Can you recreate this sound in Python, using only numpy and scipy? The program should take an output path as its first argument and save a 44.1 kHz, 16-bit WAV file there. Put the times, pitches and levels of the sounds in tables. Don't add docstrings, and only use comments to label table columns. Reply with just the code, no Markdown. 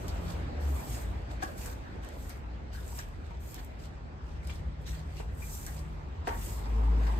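import sys
import numpy as np
from scipy import signal
from scipy.fft import rfft, irfft, next_fast_len
from scipy.io import wavfile
from scipy.ndimage import uniform_filter1d, map_coordinates

SR = 44100
rng = np.random.default_rng(int(sys.argv[2]) if len(sys.argv) > 2 else 0)


def put_to_file(sound):
    columns = np.atleast_2d(sound).T
    safe = np.clip(columns, -1, 1)
    whole_steps = np.round(safe * 32767)
    wavfile.write(sys.argv[1], SR, whole_steps.astype(np.int16))


N = 317455

TIME = np.arange(N) / SR
SHARED_ONLY = np.array([[1], [0]])


def amp(db):
    return 10 ** (np.asarray(db) / 20)


def along(points, hz):
    freqs, values = np.transpose(points)
    return np.interp(np.log(hz + 1), np.log(freqs + 1), values)


def curves(rows):
    times, *columns = np.transpose(rows)
    return [np.interp(TIME, times, column) for column in columns]


def during(rows, fade_s):
    return np.clip(np.minimum(TIME - rows[0][0], rows[-1][0] - TIME) / fade_s + 1, 0, 1)


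def wobble(rate):
    return map_coordinates(rng.standard_normal(int(N * rate / SR) + 4), [TIME * rate])


def filtered(x, response):
    size = next_fast_len(N + SR // 4)
    return irfft(rfft(x, size) * response(np.fft.rfftfreq(size, 1 / SR)), size)[..., :N]


def unit(x):
    return x / np.sqrt(np.mean(x ** 2) + 1e-20)


def rush(spectrum, lo_hz, hi_hz, patchy_db, sizes=1):
    cells = signal.stft(sizes * rng.standard_normal((2, N)), nperseg=512)[2]
    patches = uniform_filter1d(rng.standard_normal(cells.shape[1:]), size=6, axis=0)
    patches = uniform_filter1d(patches, size=10, axis=1)
    pair = unit(signal.istft(cells * amp(patchy_db * unit(patches)), nperseg=512)[1][:, :N])
    colour = lambda hz: amp(along(spectrum, hz))
    band_power = np.mean(colour(np.linspace(lo_hz, hi_hz, 200)) ** 2) * (hi_hz - lo_hz) / (SR / 2)
    return filtered(pair, colour) / np.sqrt(band_power)


def tone(hz, multiple=1):
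    return np.sqrt(2) * np.sin(multiple * 2 * np.pi * np.cumsum(hz) / SR + rng.uniform(0, 2 * np.pi))


def grains(size_db, clump_db):
    return amp(size_db * rng.standard_normal(N) + clump_db * (wobble(60) + wobble(250)))


def swell(times, levels_db, rise, fall):
    edge_db = rise * np.minimum(TIME - times[0], 0) - fall * np.maximum(TIME - times[-1], 0)
    return 10 ** (np.maximum(np.interp(TIME, times, levels_db) + edge_db, -150) / 10)


def broom_pressure():
    # (touch [s], push [s], lift [s], hiss at touch [dB], hiss at push [dB],
    # dragged leaves [dB over the hiss], top treble [dB over the hiss])
    strokes = [(-.05, -0.001, 0.4, -61, -59.5, -8, -2.5), (0.236, 0.313, 0.35, -65, -54.5, 0.5, -1.5),
               (0.61, 0.79, 1.04, -61.5, -53, -9, 2), (0.855, 0.945, 1.02, -55, -46, -9.5, -2),
               (1.307, 1.315, 1.35, -64, -59, -0.5, -6), (1.427, 1.44, 1.68, -57, -59.5, -17, 0),
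               (1.58, 1.65, 1.73, -51, -50, -6, 0), (2.032, 2.046, 2.13, -63.5, -63.5, 1.5, -4),
               (2.13, 2.234, 2.37, -67, -58, -8, 1), (2.737, 2.737, 2.95, -61, -58, -2.5, 0.5),
               (2.86, 3, 3.04, -59, -51.5, -13, 0), (3.243, 3.273, 3.37, -75, -74, 4, -6),
               (3.404, 3.504, 3.65, -63.5, -56, -12, 1.5), (3.795, 3.857, 3.87, -65, -60.5, 0, -5),
               (4.236, 4.293, 4.4, -77, -72, 4.5, -7), (4.43, 4.452, 4.46, -72, -63, 3, -4),
               (4.474, 4.504, 4.53, -62, -59.5, 4, -5), (4.54, 4.556, 4.58, -65, -59, -1.5, -3),
               (4.816, 4.836, 5.3, -67, -71.5, -8, -4), (4.872, 4.94, 4.99, -57, -59, 1, 0),
               (5.065, 5.2, 5.23, -75, -56.5, -1.5, -4), (5.312, 5.39, 5.41, -77, -59, -17, 1.5),
               (5.401, 5.54, 5.75, -54.5, -46.5, -31, 0), (5.66, 5.68, 5.45, -52, -49.5, -18, -3),
               (5.77, 5.797, 5.82, -61, -59.5, -1, -2), (6.28, 6.45, 6.59, -63, -46, -11.5, 0.5),
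               (6.573, 6.936, 7, -67, -69.5, 0.5, -3.5), (6.97, 7.097, 7.56, -70, -61, -2.5, -2)]
    # (time [s], scrape level [dB], length [s])
    shoves = [(0.088, -60, 0.081), (0.603, -61, 0.025), (1.312, -67, 0.011), (1.43, -48, 0.0035),
              (2.038, -62, 0.065), (2.298, -58, 0.011), (2.728, -60, 0.026), (2.982, -56.5, 0.035),
              (3.548, -57.5, 0.037), (4.496, -59, 0.034), (4.874, -56, 0.02), (4.91, -56, 0.065),
              (5.663, -59, 0.024), (6.272, -49, 0.0045), (7.037, -63, 0.036)]
    ease_db, tail_db, tail_top_db = -8.5, -15.5, -5
    hiss, top = np.zeros(N), np.zeros(N)
    scrape = np.full(N, amp(-76.5) ** 2)
    for touch, push, lift, touch_db, push_db, leaves_db, top_db in strokes:
        stroke = swell([touch, push, lift], [touch_db, push_db, push_db + ease_db], rise=1100, fall=379)
        tail = swell([lift], [push_db + tail_db], rise=1100, fall=69)
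        hiss += stroke + tail
        top += amp(top_db) ** 2 * (stroke + amp(tail_top_db) ** 2 * tail)
        scrape += amp(leaves_db) ** 2 * (stroke + tail)
    for start, db, length in shoves:
        scrape += swell([start, start + length], [db, db], rise=808, fall=242)
    return np.sqrt([hiss, top, scrape])


def sweeping():
    # (frequency [Hz], relative level [dB])
    bristles = [(2500, -13.5), (4500, -6), (6500, -1.5), (8000, 0), (11000, -3), (13500, -2.5), (16000, -3)]
    # (frequency [Hz], relative level [dB])
    leaves = [(600, -33), (1300, -8.5), (2200, -3), (3500, -1), (5500, -3.5), (8000, -12.5), (13000, -33)]
    hiss_gain, top_gain, scrape_gain = broom_pressure()
    hiss = rush(bristles, 5500, 16400, patchy_db=2, sizes=grains(size_db=1.5, clump_db=0.8))
    top = filtered(hiss, lambda hz: np.clip((hz - 9500) / 2500, 0, 1))
    scrape = rush(leaves, 2700, 5600, patchy_db=3, sizes=grains(size_db=4, clump_db=2))
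    return hiss_gain * (hiss - top) + top_gain * top + scrape_gain * scrape


def traffic():
    # (time [s], rumble [dB], tyre wash [dB])
    levels = [(0, -35.5, -46.5), (.45, -39, -46.5), (.8, -44.5, -47), (1.14, -38.5, -48.5),
              (1.92, -43, -50), (2.61, -41, -53), (3.0, -39.5, -53), (4.1, -44.5, -54), (4.5, -39, -53.5),
              (5.3, -37.5, -53.5), (5.6, -39.5, -53), (6.06, -42, -52), (6.58, -38.5, -51),
              (6.95, -45.5, -47), (7.2, -48, -45.5)]
    # (frequency [Hz], relative level [dB])
    rumble_colour = [(12, -52), (20, -48), (24, -27), (31, -12), (42, -3), (54, 0.5), (67, 1.5), (124, -17),
                     (156, -18.5), (200, -21), (260, -61), (440, -120)]
    drone_colour = [(70, -1.5), (110, 2), (160, -3), (250, -3), (400, -9), (600, -25), (1000, -61)]
    wash_colour = [(250, -9.5), (450, -1), (800, -1), (1200, -6), (2000, -10), (3000, -18), (5000, -24),
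                   (8000, -36), (11000, -61), (14000, -68)]
    rumble_db, wash_db = curves(levels)
    rumble = amp(rumble_db + 0.74 * wobble(2.9)) * rush(rumble_colour, 43.4, 100, patchy_db=-0.5)
    drone = amp(wash_db + 1) * rush(drone_colour, 111, 486, patchy_db=1.5)
    wash = amp(wash_db) * rush(wash_colour, 420, 2460, patchy_db=1.9)
    return rumble + drone + wash


def leaving_engine():
    # (time [s], firing rate [Hz], level [dB], level an octave up [dB])
    exhaust = [(0, 89.15, -40.5, -56.5), (.35, 83.9, -41.5, -45.5), (.596, 74.4, -33.5, -53),
               (.75, 67.2, -29, -50), (.846, 61.1, -60, -48), (.926, 56.46, -37, -39),
               (.984, 57.23, -40, -49.5), (1.088, 55.14, -29.5, -50), (1.3, 54.5, -59, -72)]
    # (frequency [Hz], relative level [dB])
    thrum_colour = [(150, -33), (280, 4), (400, -10), (600, 6.5), (800, -10), (1200, -37)]
    hz, db, octave_db = curves(exhaust)
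    firing = amp(db + 2.4 * wobble(12.2)) * tone(hz)
    octave = amp(octave_db + 3.45 * wobble(14.65)) * tone(hz + 0.79 * wobble(15), multiple=2)
    thrum = amp(-53 - 5.5 * TIME) * rush(thrum_colour, 250, 650, patchy_db=3)
    return during(exhaust, fade_s=0.18) * (firing + octave) * SHARED_ONLY + thrum


def head_knocks():
    # (time [s], level [dB], pitch struck hardest [Hz], spread around it [octaves],
    # rattle length [s], stretch of the ring time [factor])
    knocks = [(0.082, -40.5, 4600, 0.34, 0.064, 1.5), (0.988, -58, 1349, 1.2, 0.031, 1.1),
              (1.4222, -29.5, 1660, 0.055, 0.06, 2.5), (1.4238, -28, 755, 0.06, 0.045, 1.6),
              (1.4225, -34, 1180, .12, .04, 2.5), (1.43, -37.5, 343, 0.41, .04, .6),
              (1.426, -34, 2500, 0.48, 0.055, 1), (1.657, -37.5, 1480, 0.32, 0.096, 1.1),
              (2.037, -44.5, 1690, 0.52, 0.13, 1.1), (2.3, -39, 1670, 1.1, 0.054, .9),
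              (2.731, -41, 1490, 1.5, 0.07, 1.1), (2.749, -42, 1530, 0.11, 0.063, 1.3),
              (2.773, -44.5, 1540, 0.13, 0.11, 1.3), (2.924, -40.5, 900, 0.3, 0.025, .6),
              (2.983, -36.5, 930, 0.37, 0.026, .7), (2.991, -34.5, 1600, 0.19, 0.043, .8),
              (3.307, -40.5, 960, 0.17, 0.038, 1.1), (3.576, -43.5, 1685, 0.42, 0.1, 1.1),
              (4.449, -52, 4200, .4, 0.027, .9), (4.496, -37, 2650, 0.3, .035, .6),
              (5.198, -31, 440, .35, .022, .8), (4.505, -43, 2485, 0.37, 0.039, .7),
              (4.556, -47.5, 4200, .5, 0.049, .8), (4.878, -43, 2400, 0.36, 0.066, .6),
              (4.928, -43, 2190, 0.5, 0.1, .6), (5.2, -35, 950, 0.27, .02, .7),
              (5.203, -41, 2420, 0.21, 0.041, .9), (5.421, -40, 2400, 0.087, 0.063, 1.1),
              (5.664, -41, 1670, 0.34, 0.11, 1.1), (6.2723, -21.5, 1110, 1.1, 0.033, .5),
              (6.2762, -18.5, 800, 0.88, 0.022, .7), (6.2794, -21.5, 500, 0.7, 0.022, .4),
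              (6.287, -26.5, 2000, 0.71, 0.037, .5), (6.294, -26.5, 850, 0.31, 0.04, .6),
              (6.309, -31.5, 1199, 0.78, 0.12, .9), (6.657, -39, 1800, 0.99, 0.05, .9),
              (7.067, -35.5, 1490, 1.1, 0.086, .9)]
    # (frequency [Hz], relative level [dB], time to fade 60 dB before stretch [s])
    head_notes = [(330, -7.5, 0.057), (448, -8, 0.047), (624, -22, 0.037), (766, -6, 0.035),
                  (822, -6, 0.03), (931, -2.5, 0.067), (1127, -6.5, 0.043), (1316, -14.5, .025),
                  (1540, -7, 0.022), (1660, -5.5, 0.03), (1790, -7, .02), (1875, -5, 0.025),
                  (2100, -7.5, 0.02), (2380, -9.5, 0.023), (2700, -21, .023), (2790, -16, 0.028),
                  (3100, -13, 0.013), (4800, 16, 0.0038)]
    out, t = np.zeros((2, N + SR)), np.arange(SR // 6) / SR
    hz, note_db, ring_s = np.transpose(head_notes)[:, :, None]
    for start, db, pitch_hz, spread, rattle_s, stretch in knocks:
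        struck_db = -6 * (np.log2(hz / pitch_hz) / spread) ** 2 + rng.normal(0, 1.5, hz.shape)
        fades = amp(note_db + struck_db - 60 * t / (ring_s * stretch))
        ring = np.sum(fades * np.sin(2 * np.pi * hz * t), axis=0)
        burst = amp(-60 * (t / rattle_s) ** 2) * (1 - np.exp(-t / 0.000064))
        rattle = burst * rng.standard_normal((2, len(t)))
        rattle[:, 30] += 9
        body = signal.fftconvolve(rattle, ring[None], axes=1)[:, :len(t)]
        body /= np.sqrt(np.mean(np.max(body ** 2, axis=1)))
        crack = signal.lfilter(*signal.butter(1, 5000, fs=SR), rattle)
        at = round(start * SR)
        out[:, at:at + len(t)] += amp(db) * body + amp(db - 22) * crack
    return signal.lfilter(*signal.butter(2, 260, "high", fs=SR), out[:, :N])


def twig_snaps():
    # (time [s], level before filtering [dB], brightest frequency [Hz],
    # reach below and above it [factor], puff of debris [dB relative to the snap])
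    snaps = [(.082, -33, 6100, 1.84, -11.5), (.611, -49, 9000, 1.5, -12), (1.317, -50, 8000, 1.5, -12),
             (1.4344, -30.5, 7900, 1.36, -12.5), (1.617, -42, 3800, 1.3, -20), (1.66, -30.5, 8000, 1.4, -8),
             (1.677, -37.5, 8000, 1.3, -19), (1.715, -44, 9000, 2, -21), (1.958, -52, 7000, 1.3, -22),
             (2.048, -41.5, 5500, 2, -15), (2.089, -39, 6500, 2.2, -30), (2.295, -33, 8960, 1.5, -11.5),
             (2.7325, -41, 5000, 1.4, -18), (2.879, -37, 8000, 1.4, -10), (2.974, -33, 12100, 1.5, -12),
             (2.989, -26.5, 5960, 1.37, -11.5), (3.087, -49, 11000, 1.9, -18), (3.268, -46, 7500, 1.1, -22),
             (3.5442, -29, 10000, 2, -22), (3.553, -38, 5460, 1.35, -24), (3.6475, -41, 10000, 1.7, -22),
             (3.811, -57, 8000, 1.49, -12), (4.473, -35, 6500, 2, -22), (4.5, -41, 4500, 1.5, -11),
             (4.537, -44, 10500, 1.5, -22), (4.994, -46, 7970, 1.3, -16), (5.665, -27, 8250, 1.36, -10.5),
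             (5.7657, -41, 6000, 2.2, -22), (5.793, -45, 9000, 1.5, -12), (7.068, -47, 9000, 1.6, -12)]
    snap_s, puff_s = 0.0037, 0.083
    out, t = np.zeros((2, N + SR)), np.arange(SR // 8) / SR
    for start, db, hz, reach, puff_db in snaps:
        burst = (amp(-60 * t / snap_s) + amp(puff_db - 60 * t / puff_s)) * (1 - np.exp(-t / 0.00014))
        snap = burst * rng.choice([-1, 1], (2, len(t)))
        snap[0, 4] += 3.5
        band = signal.butter(2, [hz / reach, min(hz * reach, .45 * SR)], "band", fs=SR)
        at = round(start * SR)
        out[:, at:at + len(t)] += amp(db) * signal.lfilter(*band, snap)
    return out[:, :N]


def motor_hum():
    # (time [s], level [dB])
    levels = [(3.4, -65.5), (4.25, -55.5), (5.13, -48), (5.55, -59), (5.97, -49.5), (6.1, -62.5)]
    db, = curves(levels)
    hum = amp(db + 3.5 * wobble(11)) * tone(hz=151.5 + 4 * wobble(10))
    return during(levels, fade_s=0.11) * hum * SHARED_ONLY


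def coming_engine():
    # (time [s], firing rate [Hz], level [dB])
    exhaust = [(6.2, 49, -71), (6.338, 48.26, -36), (6.45, 49.73, -36.5), (6.54, 53.8, -35),
               (6.666, 53.7, -32.5), (6.772, 55.02, -24.5), (6.946, 54.85, -22.5), (7.199, 53.8, -29)]
    # (multiple of the firing rate [factor], relative level [dB])
    overtones = [(1, -0.5), (2, -30), (3, -27.5), (4, -26.5), (5, -30), (7, -33), (8, -28.5)]
    # (frequency [Hz], relative level [dB])
    roar_colour = [(400, -35), (650, -1.5), (900, 12), (1150, 4.5), (1700, -34.5)]
    hz, db = curves(exhaust)
    note = np.zeros(N)
    for multiple, tone_db in overtones:
        unsteady = multiple > 1
        gain = amp(db + tone_db + 4.5 * unsteady * wobble(14))
        note += gain * tone(hz + 0.703 * unsteady * wobble(16), multiple)
    closest_s, growth_db_per_s = exhaust[-1][0], 10.5
    roar_db = -46.5 + growth_db_per_s * (TIME - closest_s)
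    roar = amp(roar_db) * rush(roar_colour, 500, 1400, patchy_db=2.5)
    return during(exhaust, fade_s=0.05) * note * SHARED_ONLY + roar


def yard_echo(x):
    # (frequency [Hz], time to fade 60 dB [s])
    fade_times = [(300, 0.59), (1500, 0.4), (5000, 0.1), (12000, 0.13)]
    hz, t, cells = signal.stft(rng.standard_normal((2, SR // 2)), SR, nperseg=256)
    tail = signal.istft(cells * amp(-60 * t / along(fade_times, hz)[:, None]), SR, nperseg=256)[1]
    delayed = np.pad(x, ((0, 0), (600, 0)))
    return signal.fftconvolve(delayed, tail / np.linalg.norm(tail[0]), axes=1)[:, :N]


def scene():
    hits = head_knocks() + twig_snaps()
    broom = sweeping()
    echo = yard_echo(amp(-12.5) * hits + amp(-14) * broom)
    return broom + hits + echo + traffic() + leaving_engine() + motor_hum() + coming_engine()


def record(dry):
    # (frequency [Hz], likeness [0 to 1])
    likeness = [(60, 1), (170, 0.67), (400, 0.56), (600, 0.3), (1100, 0.31), (2300, 0.22), (4500, 0.047),
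                (5700, 0.48), (6600, 0.1), (7600, 1), (16000, 1)]
    # (frequency [Hz], lead [radians])
    right_lead = [(150, 0), (430, 1.12), (950, 3), (2000, 3.5), (2600, -0.35), (5200, -3), (15700, -16)]
    # (frequency [Hz], level [dB])
    left_louder = [(60, 1.5), (110, -2), (200, -0.5), (380, -1.5), (700, -1), (1290, -0.5), (2380, 0.5),
                   (4400, -0.5), (8120, -0.5), (15000, 0.5)]
    bass_cut_hz, top_hz = 42, 15740
    lead_hz, lead = np.transpose(right_lead)
    sides = np.array([[1], [-1]])

    def blend(hz):
        angle = np.arccos(np.clip(along(likeness, hz), 0, 1)) / 2
        return np.array([np.cos(angle), np.sin(angle)])

    def microphones(hz):
        balance = amp(along(left_louder, hz) * sides / 2)
        timing = np.exp(-.5j * np.interp(hz, lead_hz, lead) * sides)
        ratio = 1j * hz / bass_cut_hz
        bass_cut = ratio ** 2 / (1 + 1.3 * ratio + ratio ** 2)
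        return balance * timing * bass_cut * (hz < top_hz)

    shared, apart = filtered(dry, blend)
    return filtered(shared + sides * apart, microphones)


dry = scene()
out = record(dry)
put_to_file(out)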